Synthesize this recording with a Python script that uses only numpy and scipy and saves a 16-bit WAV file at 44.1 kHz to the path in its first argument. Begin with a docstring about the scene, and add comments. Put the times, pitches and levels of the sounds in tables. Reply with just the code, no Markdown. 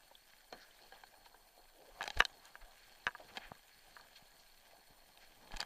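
"""Hollow bumps and scuffs over a muffled creek: a kayak shoves off the bank into fast water.
The paddle bounces on the plastic hull, the loudest sound; its blade splashes, gurgles and drips.
All is heard from a body-worn camera in a sealed plastic case, which colours the water with its own
resonances and sounds when gear rattles or rubs on it. Blows excite decaying modes, water is shaped
noise plus ringing bubbles, and the camera adds a faint hiss and whine."""
import sys
import numpy as np
from scipy import signal
from scipy.fft import rfft, irfft
from scipy.io import wavfile
from scipy.ndimage import uniform_filter1d

SR = 44100
rng = np.random.default_rng(int(sys.argv[2]) if len(sys.argv) > 2 else 0)


def pcm_store(signal):
    """Save signal as 16-bit PCM."""
    levels = np.round(np.clip(np.atleast_2d(signal), -1, 1) * 32767)
    wavfile.write(sys.argv[1], SR, levels.astype(np.int16).T)


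N = 249165

# Paddle blows. Each row: first and last contact in seconds, contact count, relative level in dB,
# brightness in Hz, ring time factor, low-mode gain in dB.
PADDLE_BLOWS = [(2.0083, 2.016, 2, -27, 2900, 1.2, 2.5), (2.065, 2.069, 2, -42, 2200, .9, 5),
                (2.2014, 2.2012, 1, -22.5, 3445, 0.3, 4), (2.2041, 2.2041, 1, -8.8, 3800, 1.0, 1.5),
                (2.2205, 2.2234, 2, -26, 3600, 1.1, 0.5), (2.554, 2.5539, 1, -38, 2050, 1.2, -5),
                (3.0674, 3.0889, 4, -19, 3500, 1.14, 0.5), (3.107, 3.1132, 2, -46, 2400, .8, 0),
                (3.1493, 3.1535, 2, -36, 1600, 1.3, -10), (3.517, 3.5171, 1, -35, 700, 0.56, -1),
                (3.966, 3.972, 2, -40, 1720, 0.96, -8), (3.997, 3.999, 2, -46, 1400, 1.7, -6),
                (5.6273, 5.6273, 1, -33.5, 2600, 0.93, -1)]
# Hull resonances. Each row: frequency in Hz, relative level in dB, base t60 in seconds.
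HULL_MODES = [(184, -20, 0.024), (490, -13, 0.03), (730, -8, 0.028), (960, -3.5, 0.033), (1215, -1, 0.023),
              (1535, -2, 0.021), (1640, 1, 0.02), (1740, -3, 0.03), (2280, -9.5, 0.033), (2600, -9, 0.017),
              (2900, -6, 0.023), (3230, -31.5, .018), (3715, -12, 0.021), (4040, -15.5, 0.023),
              (4920, -18.5, 0.018), (5290, -15.5, 0.0086), (6070, -7, .0092), (10800, -9, .003)]


def paddle_knocks():
    """The paddle strikes the plastic hull and bounces; the hollow boat rings on."""
    boom_db, boom_t60_s = -20, .14
    out, t = np.zeros(N), np.arange(SR // 2) / SR
    for *blow, ring, low_db in PADDLE_BLOWS:
        modes = shelve_modes(HULL_MODES, low_db, corner_hz=701)
        for s, db, bright_hz in bounces(*blow, flight_kept=.85, step_db=-6, bright_kept=.8):
            knock = strike(modes, bright_hz, ring, scatter_db=.6, grit=.25, grit_t60_s=.015)
            add(out, s, gain_of(db + .5) * knock)
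    boom = coloured(rng.standard_normal(len(t)), lambda hz: case_band_db(hz, 1300, octaves=1.7))
    boom *= gain_of(-60 * t / boom_t60_s)
    boom /= abs(rfft(boom)).max()
    return out + gain_of(boom_db) * signal.fftconvolve(out, boom)[:N]


def bounces(first_s, last_s, count, db, bright_hz, flight_kept, step_db, bright_kept):
    """Contacts of one blow as (s, dB, brightness Hz); each rebound is weaker and duller."""
    k = np.arange(count)
    elapsed = np.cumsum(flight_kept ** k) - 1
    times_s = first_s + (last_s - first_s) * elapsed / (elapsed[-1] + 1e-9)
    return zip(times_s, db + k * step_db, bright_hz * bright_kept ** k)


def shelve_modes(modes, low_db, corner_hz):
    """Raises or lowers the modes below a corner."""
    return [(hz, db + low_db / (1 + (hz / corner_hz) ** 4), t60) for hz, db, t60 in modes]


def strike(modes, bright_hz, ring, scatter_db, grit, grit_t60_s):
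    """One blow: a dry snap and a gritty push on the modes; a soft touch misses the high ones."""
    size, snap_t60_s = 8192, .006
    travel_s = .0009  # blow to microphone, for a 1 kHz bending wave
    f, t = np.fft.rfftfreq(size, 1 / SR) + 1, np.arange(size) / SR
    hz, db, t60 = np.transpose(modes)[:, :, None]
    detune, strength = rng.standard_normal((2, len(modes), 1))  # each blow lands on another spot
    hz = hz * (1 + .008 * detune)
    q = hz * t60 * ring * np.pi / np.log(1000)
    mode_power = gain_of(db + scatter_db * strength) ** 2 / (1 + (q * (f / hz - hz / f)) ** 2)
    power = mode_power.sum(0) / (1 + (f / bright_hz) ** 6)
    cepstrum = irfft(np.log(power + 1e-12)) * (np.arange(size) < size // 2)  # causal ringing
    lag_rad = 4 * np.pi * travel_s * np.sqrt(1000 * f)  # treble outruns bass in plastic
    body = irfft(np.exp(rfft(cepstrum) - 1j * lag_rad))
    scrape = rng.standard_normal(size) * gain_of(-60 * t / grit_t60_s)
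    body += grit * signal.fftconvolve(body, scrape / np.linalg.norm(scrape))[:size]
    snap = np.diff(rng.standard_normal(size + 1)) * gain_of(-60 * t / snap_t60_s)
    snap_gain = gain_of(-28) * (bright_hz / 6000) ** 2
    return 5 * (body / np.linalg.norm(body) + snap_gain * snap / np.linalg.norm(snap))


# Fitting blows. Each row: start in seconds, level in dB, brightness in Hz, ring time factor,
# pitch factor, low-mode gain in dB.
FITTING_BLOWS = [(2.2514, -23.5, 7000, 1.2, .88, -7), (5.6041, -24.3, 9050, 1, 1, 2)]
# Fitting resonances. Each row: base frequency in Hz, relative level in dB, base t60 in seconds.
FITTING_MODES = [(900, -7, .012), (1750, 0, .018), (3500, -1.5, .016), (4300, -0.5, .018), (4810, 2, 0.011),
                 (7025, -9.5, 0.009), (8800, -13, 0.0068), (11400, -16, 0.0028)]


def fitting_clacks():
    """A hard fitting meets the case in one clean contact and rings briefly."""
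    out = np.zeros(N)
    for s, db, bright_hz, ring, pitch, low_db in FITTING_BLOWS:
        modes = shelve_modes(FITTING_MODES, low_db, corner_hz=2300)
        modes = [(hz * pitch, mode_db, t60) for hz, mode_db, t60 in modes]
        clack = strike(modes, bright_hz, ring, scatter_db=.5, grit=.45, grit_t60_s=.01)
        add(out, s, gain_of(db) * clack)
    return out


# Gear blows. Each row: first and last contact in seconds, contact count, relative level in dB,
# brightness in Hz, low-mode gain in dB.
GEAR_BLOWS = [(2.019, 2.019, 1, -27.5, 5530, 3.5), (2.0282, 2.0282, 1, -30, 9000, 1),
              (2.0393, 2.0393, 1, -30, 7500, 2), (2.077, 2.077, 1, -25, 7500, -0.5),
              (2.103, 2.103, 1, -28, 5800, 0.5), (2.173, 2.173, 1, -32, 4440, -1),
              (2.1966, 2.1965, 1, -32, 7850, 0), (2.454, 2.454, 1, -46, 9000, -30),
              (3.3707, 3.380, 3, -27.5, 6200, 4), (5.174, 5.174, 1, -46.5, 4000, -3),
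              (5.4742, 5.4745, 1, -47, 3000, -2), (5.5085, 5.5085, 1, -42.5, 1600, 10),
              (5.519, 5.518, 1, -39.5, 4200, -9), (5.539, 5.542, 2, -36, 3400, 8),
              (5.5625, 5.5655, 2, -39, 8000, -3), (5.569, 5.571, 2, -34.5, 8000, -4),
              (5.5955, 5.5955, 1, -39, 3000, 3), (5.6007, 5.6007, 1, -35, 6000, 0),
              (5.6123, 5.614, 2, -31.5, 6500, -2), (5.6275, 5.6275, 1, -35, 7500, -8)]


def gear_rattle():
    """Gear taps and bounces on the case."""
    out = np.zeros(N)
    for *blow, low_db in GEAR_BLOWS:
        for s, db, bright_hz in bounces(*blow, flight_kept=1, step_db=-4, bright_kept=.88):
            add(out, s, gain_of(db - 1.6) * case_tap(bright_hz, low_db))
    return out


# Struck case resonances. Each row: frequency in Hz, relative level in dB, base t60 in seconds.
CASE_MODES = [(210, -8.5, .02), (457, -8, 0.013), (673, -1, 0.055), (824, 5, 0.026), (1680, 3, 0.019),
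              (2136, -2.5, 0.014), (2500, -1.5, 0.012), (3190, 2, 0.021), (3880, -2, .012),
              (4280, -2, 0.015), (4810, -3, 0.021), (6220, -9.5, .01), (7290, -10.5, 0.0025),
              (11000, -14, .0025)]


def case_tap(bright_hz, low_db):
    """One contact with the case; light ones leave out low modes, heavy ones ring longer."""
    ring = gain_of(.27 * max(low_db, 0))
    modes = shelve_modes(CASE_MODES, low_db, corner_hz=1796 - 70 * min(low_db, 0))
    return strike(modes, bright_hz, ring, scatter_db=1.5, grit=1.3, grit_t60_s=.009)


# Boat against bank. Each row: start in seconds, level in dB, brightness in Hz.
BANK_BLOWS = [(.111, -46, 700), (0.5256, -37.5, 6500), (0.9226, -40.5, 2250), (1.0358, -39.3, 2350),
              (1.138, -50, 2500), (1.260, -44.5, 1500), (1.3428, -45.5, 1310), (1.576, -50, 496)]
# Boat resonances through air and case. Each row: frequency in Hz, relative level in dB,
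# base t60 in seconds.
BOAT_MODES = [(518, -11, 0.035), (770, -1.5, .035), (940, -5.5, 0.035), (1607, -0.5, 0.04),
              (2400, -8.5, 0.025), (3140, -5, 0.024), (4232, 6.5, 0.044), (6100, -15, 0.0035)]


def boat_bumps():
    """The boat bumps and scuffs on the bank: gritty, hollow knocks."""
    out = np.zeros(N)
    for s, db, bright_hz in BANK_BLOWS:
        bump = strike(BOAT_MODES, bright_hz, ring=.93, scatter_db=1, grit=1.6, grit_t60_s=.03)
        add(out, s, gain_of(db) * bump)
    return out


# Sudden noisy bursts: gear scrapes, the hollow tail of a bump, and water slaps.
# Each row: peak time in seconds, t60 in seconds, level in dB, centre in Hz, half width in octaves.
NOISE_BURSTS = [(.528, 0.11, -47.5, 418, 1.6), (2.057, 0.07, -47.5, 1400, 1.5),
                (2.193, 0.056, -45.5, 6500, 4.5), (2.616, 0.11, -57.5, 1284, 0.92),
                (3.199, 0.18, -54, 520, 0.8)]
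# Soft noisy swells: swirling water, gear rubbing, and the hollow ring after knocks.
# Each row: as for the bursts.
NOISE_SWELLS = [(.56, .25, -62, 300, .8), (.629, 0.5, -64, 1670, .35), (.622, 0.13, -61.5, 4600, .33),
                (.845, 0.37, -67.5, 450, 0.84), (.96, 0.25, -63.5, 890, 1.2), (1.15, 0.17, -64, 694, 0.51),
                (1.261, 0.084, -63, 2980, .6), (1.599, .08, -62.5, 453, 0.82), (1.82, 0.49, -62, 457, 0.55),
                (2.005, 0.16, -62, 599, 0.87), (2.175, 0.077, -53.5, 2760, 1.1),
                (2.178, .09, -52, 300, 1.3), (2.469, .4, -62, 1400, 1.6), (3.30, 0.13, -59, 2030, 0.5),
                (3.363, .09, -52.5, 1320, 1.4), (3.445, 0.26, -54.5, 2020, 0.58),
                (4.166, 0.08, -58, 3180, 0.65), (4.405, .12, -65, 4000, 0.65),
                (5.235, 0.24, -63, 2220, 0.93), (5.45, 0.4, -68, 223, 1.0), (5.539, 0.11, -53.5, 900, 1.6),
                (5.609, 0.09, -47, 1750, 0.97)]


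def bursts_and_swells():
    """Water, rubbing gear and the tails of knocks: bands of grainy noise that rise and die away."""
    lead_s, burst_rise_s, swell_rise_share = 1 / 8, .0029, .14
    out, t = np.zeros(N), np.arange(16384) / SR - lead_s
    bursts = [(s, burst_rise_s, t60, *rest) for s, t60, *rest in NOISE_BURSTS]
    swells = [(s, swell_rise_share * t60, t60, *rest) for s, t60, *rest in NOISE_SWELLS]
    for s, rise_s, t60, db, centre_hz, octaves in bursts + swells:
        noise = patter(len(t), per_s=2000, spread_db=-1.5, grain_gain=.74)
        band = coloured(noise, lambda hz: case_band_db(hz, centre_hz, octaves))
        envelope = np.where(t < 0, np.exp(-(t / rise_s) ** 2), gain_of(-60 * abs(t) / t60))
        add(out, s - lead_s, gain_of(db) * envelope * band)
    return out


# Single bubbles. Each row: start in seconds, level in dB, starting pitch in Hz, t60 in seconds.
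BUBBLE_PLOPS = [(0.112, -48, 570, .023), (.1525, -44.5, 3240, 0.02), (.709, -53.5, 3200, 0.024),
                (.949, -54, 3450, 0.027), (1.883, -50, 504, .066), (2.057, -41, 563, .035),
                (2.169, -40.5, 480, 0.039), (4.733, -50, 660, 0.038), (5.438, -51, 950, 0.023),
                (5.457, -51, 700, .02)]


def bubbles():
    """A bubble rings unevenly as it wobbles, and rises in pitch as it nears the surface."""
    out, t = np.zeros(N), np.arange(SR // 4) / SR
    for s, db, hz, t60 in BUBBLE_PLOPS:
        wobble = coloured(rng.standard_normal(len(t)), lambda f: -20 * np.log10(1 + (5 * f / hz) ** 2))
        pitch_hz = hz * (1 + .15 * np.minimum(t / t60, 1) + .06 * wobble)
        envelope = gain_of(db - 60 * t / t60) * (1 - np.exp(-t * hz))
        add(out, s, envelope * np.sin(2 * np.pi * np.cumsum(pitch_hz) / SR))
    return out


def drips():
    """Drops run off the raised blade and tick on the water."""
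    return pings(2.27, 4.45, per_s=16, db=-64, spread_db=5, centre_hz=7400, octaves=.12, t60_s=.009)


# Creek level as boat and camera turn. Each row: time in seconds, relative slosh and rush levels in dB.
CREEK_LEVELS = [(0.0, -74.5, -69), (0.44, -77, -70), (0.77, -73, -66.5), (1.45, -74, -72.5),
                (1.79, -75, -72), (2.03, -63.5, -65.5), (2.17, -68, -62.5), (2.45, -70.5, -73),
                (2.82, -72, -66), (3.16, -70, -67.5), (3.35, -64.5, -65.5), (3.52, -71.5, -69.5),
                (3.74, -75, -68.5), (3.96, -70.5, -66), (4.47, -75, -69.5), (5.21, -71, -70.5),
                (5.48, -69, -69), (5.65, -62.5, -66.5)]
# Slosh and rush spectra. Each row: frequency in Hz, relative density in dB.
SLOSH_SPECTRUM = [(90, -2.5), (200, -3.5), (400, -3), (700, -1), (1100, -4), (1600, -18.5), (3000, -23)]
RUSH_SPECTRUM = [(500, -25), (1000, -16.5), (1600, -4), (2700, -4.5), (4400, -5.5), (5400, -9.5),
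                 (8000, -13), (12000, -39.5)]


def creek():
    """Low slosh against the boat and the higher rush of the current."""
    times_s, slosh_db, rush_db = np.transpose(CREEK_LEVELS)
    t = np.arange(N) / SR
    slosh = patter(N, per_s=230, spread_db=0, grain_gain=.61)
    slosh = coloured(slosh, lambda hz: spectrum_db(SLOSH_SPECTRUM, hz) + case_db(hz))
    rush = patter(N, per_s=150, spread_db=7.5, grain_gain=.6)
    rush = coloured(rush, lambda hz: spectrum_db(RUSH_SPECTRUM, hz) + case_db(hz))
    return (gain_of(np.interp(t, times_s, slosh_db) + 2) * churn(slosh, patchy_db=2)
            + gain_of(np.interp(t, times_s, rush_db) + .51) * churn(rush, patchy_db=1.77))


def laps():
    """Wavelets fold on the hull with a rising plip, more often and louder in strong slosh."""
    base_per_s, above_slosh_db, spread_db, centre_hz, octaves, t60_s = 14, 10, 4.5, 747, .7, .018
    out, t = np.zeros(N), np.arange(4096) / SR
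    times_s, slosh_db, _ = np.transpose(CREEK_LEVELS)
    chances = rng.random((300, 4))
    for when, luck, size, pitch in chances:
        s = when * N / SR
        db = np.interp(s, times_s, slosh_db)
        per_s = base_per_s * gain_of(db - np.median(slosh_db))
        if luck < per_s * N / SR / len(chances):
            hz = centre_hz * 2 ** (octaves * (2 * pitch - 1))
            turns = np.cumsum(hz * (1 + .2 * np.minimum(t / t60_s, 1))) / SR
            peak_db = db + above_slosh_db + spread_db * (2 * size - 1)
            add(out, s, gain_of(peak_db - 60 * t / t60_s) * np.sin(2 * np.pi * turns))
    return out


def gear_touches():
    """Loose gear touches the case at random, more often and harder in rough water."""
    base_per_s, base_db, spread_db = 4, -51, 4
    out = np.zeros(N)
    times_s, slosh_db, _ = np.transpose(CREEK_LEVELS)
    chances = rng.random((64, 3))
    for when, luck, size in chances:
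        s = when * N / SR
        rough_db = .45 * (np.interp(s, times_s, slosh_db) - np.median(slosh_db))
        db = base_db + rough_db + spread_db * (2 * size - 1.5)
        touch = gain_of(db) * case_tap(bright_hz=3200, low_db=0)
        if luck < base_per_s * gain_of(rough_db) * N / SR / len(chances):
            add(out, s, touch)
    return out


def fizz():
    """Small bubbles burst near the case's treble resonance, louder where the rush is strong."""
    times_s, _, rush_db = np.transpose(CREEK_LEVELS)
    swell_db = np.interp(np.arange(N) / SR, times_s, rush_db - np.median(rush_db))
    bursts = pings(0, N / SR, per_s=14, db=-61, spread_db=4, centre_hz=4330, octaves=.05, t60_s=.03)
    return gain_of(swell_db) * bursts


# Body jolts. Each row: peak time in seconds, peak level in dB, frequency in Hz.
BODY_JOLTS = [(1.927, -58, 26), (2.177, -36, 54.7), (2.189, -33, 26.4), (2.634, -48.5, 24.8),
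              (3.073, -51, 75), (3.467, -54, 25), (3.519, -43.5, 171), (4.227, -58, 160), (4.908, -58, 150),
              (5.543, -47.5, 140), (5.552, -39, 23.8)]
# Handling rumble. Each row: frequency in Hz, relative density in dB.
RUMBLE_SPECTRUM = [(8, -1), (22, 4.5), (40, -10.5), (70, -32.5), (130, -31), (400, -36.5)]


def handling():
    """The body's movements rumble in the case; a jolt flexes it through one slow swing."""
    out = gain_of(-71) * coloured(rng.standard_normal(N), lambda hz: spectrum_db(RUMBLE_SPECTRUM, hz))
    lead_s = 1 / 8
    t = np.arange(-lead_s, lead_s, 1 / SR)
    for s, db, hz in BODY_JOLTS:
        phase_sq = (np.pi * hz * t) ** 2
        add(out, s - lead_s, gain_of(db) * (1 - 2 * phase_sq) * np.exp(-phase_sq))
    return out


# Electronic hiss. Each row: frequency in Hz, relative density in dB.
HISS_SPECTRUM = [(100, -16.5), (3000, -17.5), (8300, 2), (12000, -2), (15500, 3)]


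def camera_hiss():
    """Steady hiss of the electronics, partly shared by left and right."""
    level_db, correlation = -72, .25
    shared, left, right = (coloured(white, lambda hz: spectrum_db(HISS_SPECTRUM, hz))
                           for white in rng.standard_normal((3, N)))
    hiss = np.sqrt(correlation) * shared + np.sqrt(1 - correlation) * np.array([left, right])
    return gain_of(level_db) * hiss


def camera_whine():
    """A thin tone that dips once every picture frame, with a pulsing treble buzz and sizzle."""
    whine_hz, frame_hz, buzz_hz, surge_hz = 11988, 30, 100, 10
    t = np.arange(N) / SR
    dip = .75 * ((t * frame_hz) % 1 < .3)
    tone = gain_of([[-81.5], [-78]]) * unit_rms((1 - dip) * np.sin(2 * np.pi * whine_hz * t))
    pulses = (t * buzz_hz) % 1 < .3
    surge = (t * surge_hz + .35) % 1 < .25
    band = coloured(rng.standard_normal(N), lambda hz: -20 * np.log10(1 + ((hz - 8880) / 290) ** 2))
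    buzz = unit_rms(pulses * (1 + surge) * band)
    sizzle = coloured(rng.standard_normal(N), lambda hz: -10 * np.log10(1 + (7500 / (hz + 1)) ** 6))
    return tone + gain_of(-81.5) * buzz + gain_of(-72.5) * surge * sizzle


# Case transmission. Each row: centre in Hz, width in Hz, gain in dB.
CASE_BANDS = [(761, 380, 8.5), (1170, 17, 7), (1620, 274, 7.5), (2350, 194, 2), (3227, 130, 7),
              (4326, 190, 10), (7970, 210, -4.5)]


def case_db(hz):
    """Gain of the case: its resonances, and walls that shut out the highest treble."""
    resonances_db = sum(db / (1 + (2 * (hz - f) / width) ** 2) for f, width, db in CASE_BANDS)
    return resonances_db - (hz / 8800) ** 4


def case_band_db(hz, centre_hz, octaves):
    """A rounded band heard through the case."""
    return case_db(hz) - 4.44 * (np.log2((hz + 1) / centre_hz) / octaves) ** 2


def patter(count, per_s, spread_db, grain_gain):
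    """Smooth noise plus separate grains."""
    grains = (rng.random(count) < per_s / SR) * rng.choice([-1, 1], count)
    grains = grains * gain_of(spread_db * np.minimum(rng.exponential(1, count), 2))
    return unit_rms(rng.standard_normal(count) + grain_gain * unit_rms(grains))


def churn(x, patchy_db):
    """Breaks steady noise into drifting patches of time and pitch."""
    spectra = signal.stft(x, nperseg=512)[2]
    patches = uniform_filter1d(rng.standard_normal(spectra.shape[::-1]), 6, axis=0)
    patches = unit_rms(uniform_filter1d(patches, 10, axis=1))
    return unit_rms(signal.istft(spectra * gain_of(patchy_db * patches.T), nperseg=512)[1][:N])


def pings(first_s, last_s, per_s, db, spread_db, centre_hz, octaves, t60_s):
    """Tiny ringing drops or bubbles, scattered at random between two times."""
    out, t = np.zeros(N), np.arange(2048) / SR
    for when, size, pitch in rng.random((round(per_s * (last_s - first_s)), 3)):
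        hz = centre_hz * 2 ** (octaves * (2 * pitch - 1))
        envelope = gain_of(db + spread_db * (2 * size - 1) - 60 * t / t60_s)
        add(out, first_s + when * (last_s - first_s), envelope * np.sin(2 * np.pi * hz * t))
    return out


def gain_of(db):
    """Decibels to amplitude."""
    return 10 ** (np.asarray(db) / 20)


def unit_rms(x):
    """Scales to rms 1."""
    return x / np.sqrt(np.mean(x ** 2) + 1e-20)


def spectrum_db(points, hz):
    """Interpolates a spectrum on a log-frequency axis."""
    f, db = np.transpose(points)
    return np.interp(np.log(hz + 1), np.log(f + 1), db)


def coloured(x, db_at):
    """Filters x by the gain curve db_at(hz); rms 1."""
    hz = np.fft.rfftfreq(len(x), 1 / SR)
    return unit_rms(irfft(rfft(x) * gain_of(db_at(hz)), len(x)))


def add(mix, s, sound):
    """Mixes a sound in at s seconds."""
    start = max(round(s * SR), 0)
    part = mix[start:start + len(sound)]
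    part += sound[:len(part)]


def scene():
    """Everything reaches both channels alike through the sealed case."""
    blows = paddle_knocks() + boat_bumps() + gear_rattle() + gear_touches() + fitting_clacks()
    inside = blows + bursts_and_swells() + bubbles() + laps() + creek() + handling() + drips() + fizz()
    return np.array([inside, inside])


def record(dry):
    """The camera's own hiss and whine, then the band limit."""
    cutoff_hz = 15400
    lowpass = signal.firwin(255, cutoff_hz, window=("kaiser", 8), fs=SR)
    return signal.oaconvolve(dry + camera_hiss() + camera_whine(), lowpass[None], "same", axes=1)


dry = scene()
out = record(dry)
pcm_store(out)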